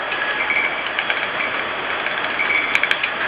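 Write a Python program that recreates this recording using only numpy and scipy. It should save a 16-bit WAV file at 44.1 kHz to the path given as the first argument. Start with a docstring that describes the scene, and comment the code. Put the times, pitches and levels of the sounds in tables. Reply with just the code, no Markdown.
"""Factory hall: a packaging machine and its conveyor, close to a small mono camera.
Chain links and cams click and rattle, pushers knock a steel guide rail that rings, parts scrape and clink.
Gears and motors whine over the broad drone of motors, belts and air.
The microphone passes little above 4.8 kHz and clips at full scale."""
import sys
import numpy as np
from scipy import signal
from scipy.fft import rfft, irfft, next_fast_len
from scipy.io import wavfile
from scipy.ndimage import uniform_filter1d, map_coordinates

SR = 44100
rng = np.random.default_rng(int(sys.argv[2]) if len(sys.argv) > 2 else 0)


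def master(y):
    """Save y as 16-bit WAV."""
    cut = np.clip(np.atleast_2d(y).T, -1, 1)
    pcm = np.round(cut * 32767)  # scale
    wavfile.write(sys.argv[1], SR, pcm.astype(np.int16))


N = 144207


def amp(db):
    """dB to gain."""
    return 10 ** (np.asarray(db) / 20)


def unit(x):
    """Scale to rms 1."""
    return x / np.sqrt(np.mean(x ** 2) + 1e-20)


def curves(rows):
    """Per-sample curve of each column after t/s."""
    s, *cols = np.transpose(rows)
    return [np.interp(np.arange(N) / SR, s, c) for c in cols]


def wobble(knots_per_s):
    """Smooth random curve, up to 40 knots/s."""
    knots = rng.standard_normal(int(N / SR * 40) + 4)
    return map_coordinates(knots, [np.arange(N) * knots_per_s / SR])


def filtered(x, response):
    """Apply a complex frequency response."""
    m = next_fast_len(N + SR // 2)
    return irfft(rfft(x, m) * response(np.fft.rfftfreq(m, 1 / SR)), m)[..., :N]


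def resonance(hz, width_hz):
    """Causal resonance, peak gain 1."""
    return lambda f: 1j * f * width_hz / (hz * hz - f * f + 1j * f * width_hz)


def rush(spectrum, patchy_db):
    """Coloured noise, rms 1, with time-frequency patches of random gain."""
    z = signal.stft(rng.standard_normal(N), nperseg=512)[2]
    patches = uniform_filter1d(uniform_filter1d(rng.standard_normal(z.shape), 5, 0), 8, 1)
    noise = signal.istft(z * amp(patchy_db * unit(patches)), nperseg=512)[1][:N]
    f, db = np.transpose(spectrum)
    return unit(filtered(noise, lambda hz: amp(np.interp(np.log(hz + 1), np.log(f + 1), db))))


def add(track, start_s, sound):
    """Mix in at start_s."""
    part = track[round(start_s * SR):][:len(sound)]
    part += sound[:len(part)]


def chain_clicks():
    """Links and cams: a soft contact snaps and rings three modes; small ones rattle at random."""
    # contacts: t/s, level/dB, low mode/dB, mid mode/dB, high mode/dB, high mode f/Hz
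    contacts = [(0.218, -22.5, 18, -3, 5, 3010), (0.3077, -8, 0, -11.5, -4.5, 2970),
                (0.6482, -15, 3.5, 10, 0, 3000), (0.843, -23, 4, -13, -11, 3370),
                (0.8646, -5, -3, -5.5, -3.5, 2930), (0.9874, -7.5, 6, 5, 2, 2910),
                (1.0151, -15, -26, -4, -5, 2920), (1.1011, -1.5, 3, 1, -6, 3020),
                (1.1698, -7, 1, 1.5, -12, 3000), (1.2298, -6.5, 2, 1, -11, 2940),
                (1.3523, -11.5, -3, -6, -6, 3310), (1.5934, -11, 0, 2.5, -5, 3260),
                (1.9019, -9, 0, 2.5, -6.5, 3340), (1.9989, -7.5, -5, -12, -8, 3330),
                (2.0636, -5.5, 1, 1, -10.5, 2880), (2.1118, -11, 0, -2, -4.5, 3340),
                (2.177, -8, 2.5, -1, -1.5, 3420), (2.2428, -4.5, -2, -4, -6, 3320),
                (2.3005, -8, -8, -12.5, -7, 2870), (2.3424, -13.5, 4, -20, -10.5, 3350),
                (2.7377, -5.5, -8, -14, -8.5, 3440), (2.7521, 7.5, -6, -3.5, -14, 3110),
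                (2.8336, -6, 5.5, 8.5, -0.5, 3260), (2.9115, 7.5, -4, -7.5, -6.5, 3230),
                (3.006, -19.5, 3.5, -2, 3, 2960)]
    # low and mid link modes: f/Hz
    link_hz = [1620, 2270]
    # low, mid and high link modes: width/Hz
    widths_hz = [200, 206, 172]
    rattles_per_s, rise_s, snap_decay_s = 60, .0019, .0033
    rattles = [(u[0] * N / SR, -26 - np.log(1 - u[1]), *(-9 * u[2:5]), 2800 + 600 * u[5])
               for u in rng.random((int(rattles_per_s * N / SR), 6))]  # columns as contacts
    out, t = np.zeros(N), np.arange(SR // 30) / SR
    rise = 1 - np.exp(-t / rise_s)
    for start_s, db, *modes_db, high_hz in rattles + list(contacts):
        ring = 0
        for hz, width_hz, mode_db in zip([*link_hz, high_hz], widths_hz, modes_db):
            cycles = hz * rng.normal(1, .012) * t + .11 * rng.random()
            ring += amp(mode_db) * np.exp(-np.pi * width_hz * t) * np.sin(2 * np.pi * cycles)
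        snap = amp(-8.5) * np.exp(-t / snap_decay_s) * rng.standard_normal(len(t))
        add(out, start_s, amp(db + 2.5) * rise * (ring + snap))
    return out


def rail_knocks():
    """Pushers hit the steel rail: each knock ticks and feeds three modes roughly in phase."""
    # knocks: t/s, tick level/dB, level/dB of each rail mode
    knocks = [(.4005, -13.5, -21, -18.5, -17.5), (.5004, -13, -13, -20.5, -21),
              (0.5584, -13, -15, -17, -17), (0.5857, -15.5, -27, -32, -23),
              (.6384, -18, -16.5, -23.5, -20.5), (.7193, -24, -28, -31.5, -29),
              (0.7779, -23, -27.5, -33, -24), (1.4, -16, -20, -34, -18.5), (1.4394, -18, -25, -28, -28),
              (1.5294, -26.5, -31.5, -37, -27.5), (2.3923, -12.5, -20.5, -22.5, -25.5),
              (2.4044, -15.5, -19, -34.5, -18.5), (2.4923, -18, -18, -27.5, -24),
              (2.5044, -13.5, -20, -33.5, -23.5), (2.548, -12.5, -16, -17.5, -23),
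              (2.579, -10.5, -21.5, -27, -21), (2.6384, -17, -28.5, -22, -30),
              (2.6823, -18, -26.5, -26, -30), (2.709, -22, -30, -27, -31)]
    # rail modes: f/Hz
    rail_hz = [2268, 2112, 2336]
    # rail modes: T60/s
    rail_t60_s = [.26, .2, .24]
    rise_s, tick_decay_s, tick_hz = .0011, .0038, 2200
    out, t = np.zeros(N), np.arange(SR // 3) / SR
    rise = 1 - np.exp(-t / rise_s)
    for start_s, tick_db, *modes_db in knocks:
        clock_s = t + round(start_s * SR) / SR  # common phase for all knocks
        ring = 0
        for hz, t60_s, db in zip(rail_hz, rail_t60_s, modes_db):
            cycles = hz * clock_s + .06 * rng.normal()
            ring += amp(db - 60 * t / t60_s) * np.sin(2 * np.pi * cycles)
        tick = amp(tick_db) * np.exp(-t / tick_decay_s) * np.sin(2 * np.pi * tick_hz * t)
        add(out, start_s, rise * ring + tick)
    return out


def scrapes():
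    """Parts scrape and clink: decaying noise through two narrow resonances with broad skirts."""
    # scrapes: t/s, level/dB, decay/s, f1/Hz, f2/Hz
    rubs = [(.115, -23, 0.011, 2620, 2944), (1.397, -28.5, 0.031, 1100, 2000),
            (1.69, -32, 0.012, 1000, 1600), (1.54, -23.5, 0.01, 1130, 1430),
            (2.451, -25.5, 0.035, 1116, 1528), (3.034, -16.5, 0.0081, 2400, 2420),
            (3.053, -30.5, 0.026, 1460, 1710), (3.202, -26, 0.035, 1070, 1620)]
    rise_s, width_hz, skirt_hz = .0027, 120, 1200
    out, t = np.zeros(N), np.arange(SR // 5) / SR
    rise = 1 - np.exp(-t / rise_s)
    for start_s, db, decay_s, *pitches_hz in rubs:
        burst = np.zeros(N)
        add(burst, start_s, rise * np.exp(-t / decay_s) * rng.standard_normal(len(t)))
        sound = filtered(burst, lambda f: sum(
            resonance(hz, width_hz)(f) + .064 * resonance(hz, skirt_hz)(f) for hz in pitches_hz))
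        out += amp(db) * sound / np.sqrt(np.sum(sound ** 2) / (decay_s * SR))
    return out


def whines():
    """Gears and motors: narrow noise hums and two wandering, fluttering tones."""
    # hums: f/Hz
    hums_hz = [599, 626, 851, 3237, 3334, 4570, 4666]
    # hums: width/Hz, level/dB
    hum_bands = [(23, -46), (24, -42), (5.6, -45.5), (23, -47), (8, -46), (15, -61), (2.7, -66.5)]
    # gear whine and high whine: f/Hz
    whines_hz = [1675, 3430]
    # gear whine envelope: t/s, level/dB
    gear_whine = [(0, -36), (.07, -40), (.13, -29), (.2, -28.5), (.3, -25.5), (.39, -32), (.44, -37),
                  (.7, -38.5), (.85, -42), (1.2, -43), (1.4, -38), (1.65, -39), (1.9, -64), (2.25, -36),
                  (2.6, -39), (2.95, -39.5), (3.1, -35), (3.27, -36)]
    # high whine envelope: t/s, level/dB
    high_whine = [(0.0, -51), (0.29, -57.5), (0.59, -64), (1.32, -46.5), (1.85, -49.5), (2.19, -45),
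                  (2.34, -58), (2.59, -37.5), (2.7, -40), (3.13, -42.5), (3.27, -67)]
    drift_db, flutter_db, wander_hz = 2.5, 3.5, 7.2
    out = np.zeros(N)
    for hz, (width_hz, db) in zip(hums_hz, hum_bands):
        gain = amp(db + drift_db * wobble(3.5))
        out += gain * unit(filtered(rng.standard_normal(N), resonance(hz, width_hz)))
    for hz, envelope in zip(whines_hz, [gear_whine, high_whine]):
        phase = 2 * np.pi * np.cumsum(hz + wander_hz * wobble(30)) / SR
        gain = amp(curves(envelope)[0] + flutter_db * wobble(35))
        out += gain * np.sqrt(2) * np.sin(phase)
    return out


def drone():
    """Motors, belts and air: a low body and a brighter hiss."""
    # drone envelope: t/s, body level/dB, hiss level/dB
    envelope = [(0.0, -28, -35), (0.32, -28, -30), (0.5, -28, -33.5), (0.97, -29, -33.5),
                (1.16, -28.5, -32), (2.37, -27.5, -32.5), (2.91, -28, -32.5), (3.05, -30.5, -33),
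                (3.27, -25, -33.5)]
    # body spectrum: f/Hz, relative density/dB
    body_spectrum = [(24, -55.5), (40, -23.5), (146, -15.5), (183, -16), (301, -8.5), (566, -7.5),
                     (613, -4), (676, -6), (996, -7), (1170, -3), (1380, -5), (1470, -5.5), (1620, -4),
                     (1900, -7.5), (2470, -22.5), (4180, -120)]
    # hiss spectrum: f/Hz, relative density/dB
    hiss_spectrum = [(1000, -26), (1700, -9.5), (1950, -6), (2250, -6), (2550, -4), (2800, -11), (3300, -9),
                     (3450, -16), (3700, -24.5), (4000, -36.5), (4300, -39.5), (4550, -41.5), (4750, -25),
                     (5000, -40.5)]
    body_db, hiss_db = curves(envelope)
    body = amp(body_db + 2 + .6 * wobble(14)) * rush(body_spectrum, patchy_db=1.2)
    hiss = amp(hiss_db + 3 + .8 * wobble(40)) * rush(hiss_spectrum, patchy_db=-.34)
    return body + hiss


def hall(x, t60_s=.22, gap_s=.004):
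    """Short diffuse tail from the machine frame and walls."""
    t = np.arange(SR // 3) / SR
    tail = rng.standard_normal(len(t)) * amp(-60 * t / t60_s) * (t > gap_s)
    return signal.fftconvolve(x, tail / np.linalg.norm(tail))[:N]


def scene():
    """Mono mix on both channels; only clicks and scrapes get the band-pass and hall tail."""
    lowpass = lambda hz: 1 / (1 + (1j * hz / 3450) ** 2 + .95j * hz / 3450)
    bandpass = lambda hz: resonance(2000, width_hz=2600)(hz) * lowpass(hz) ** 3
    hits = filtered(chain_clicks() + scrapes(), bandpass)
    mono = hits + amp(-8) * hall(hits) + rail_knocks() + drone() + whines()
    return np.array([mono, mono])


def record(dry):
    """Narrow microphone band, overload at full scale, self-noise, output low-pass."""
    mic_hz, top_hz, self_noise_db = 4800, 12800, -88
    heard = filtered(dry, lambda hz: np.clip((mic_hz - hz) / 60, 0, 1))
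    heard = np.clip(heard, -1, 1)
    heard += amp(self_noise_db) * rng.standard_normal(N)
    return filtered(heard, lambda hz: np.clip((top_hz - hz) / 600, 0, 1))


dry = scene()
out = record(dry)
master(out)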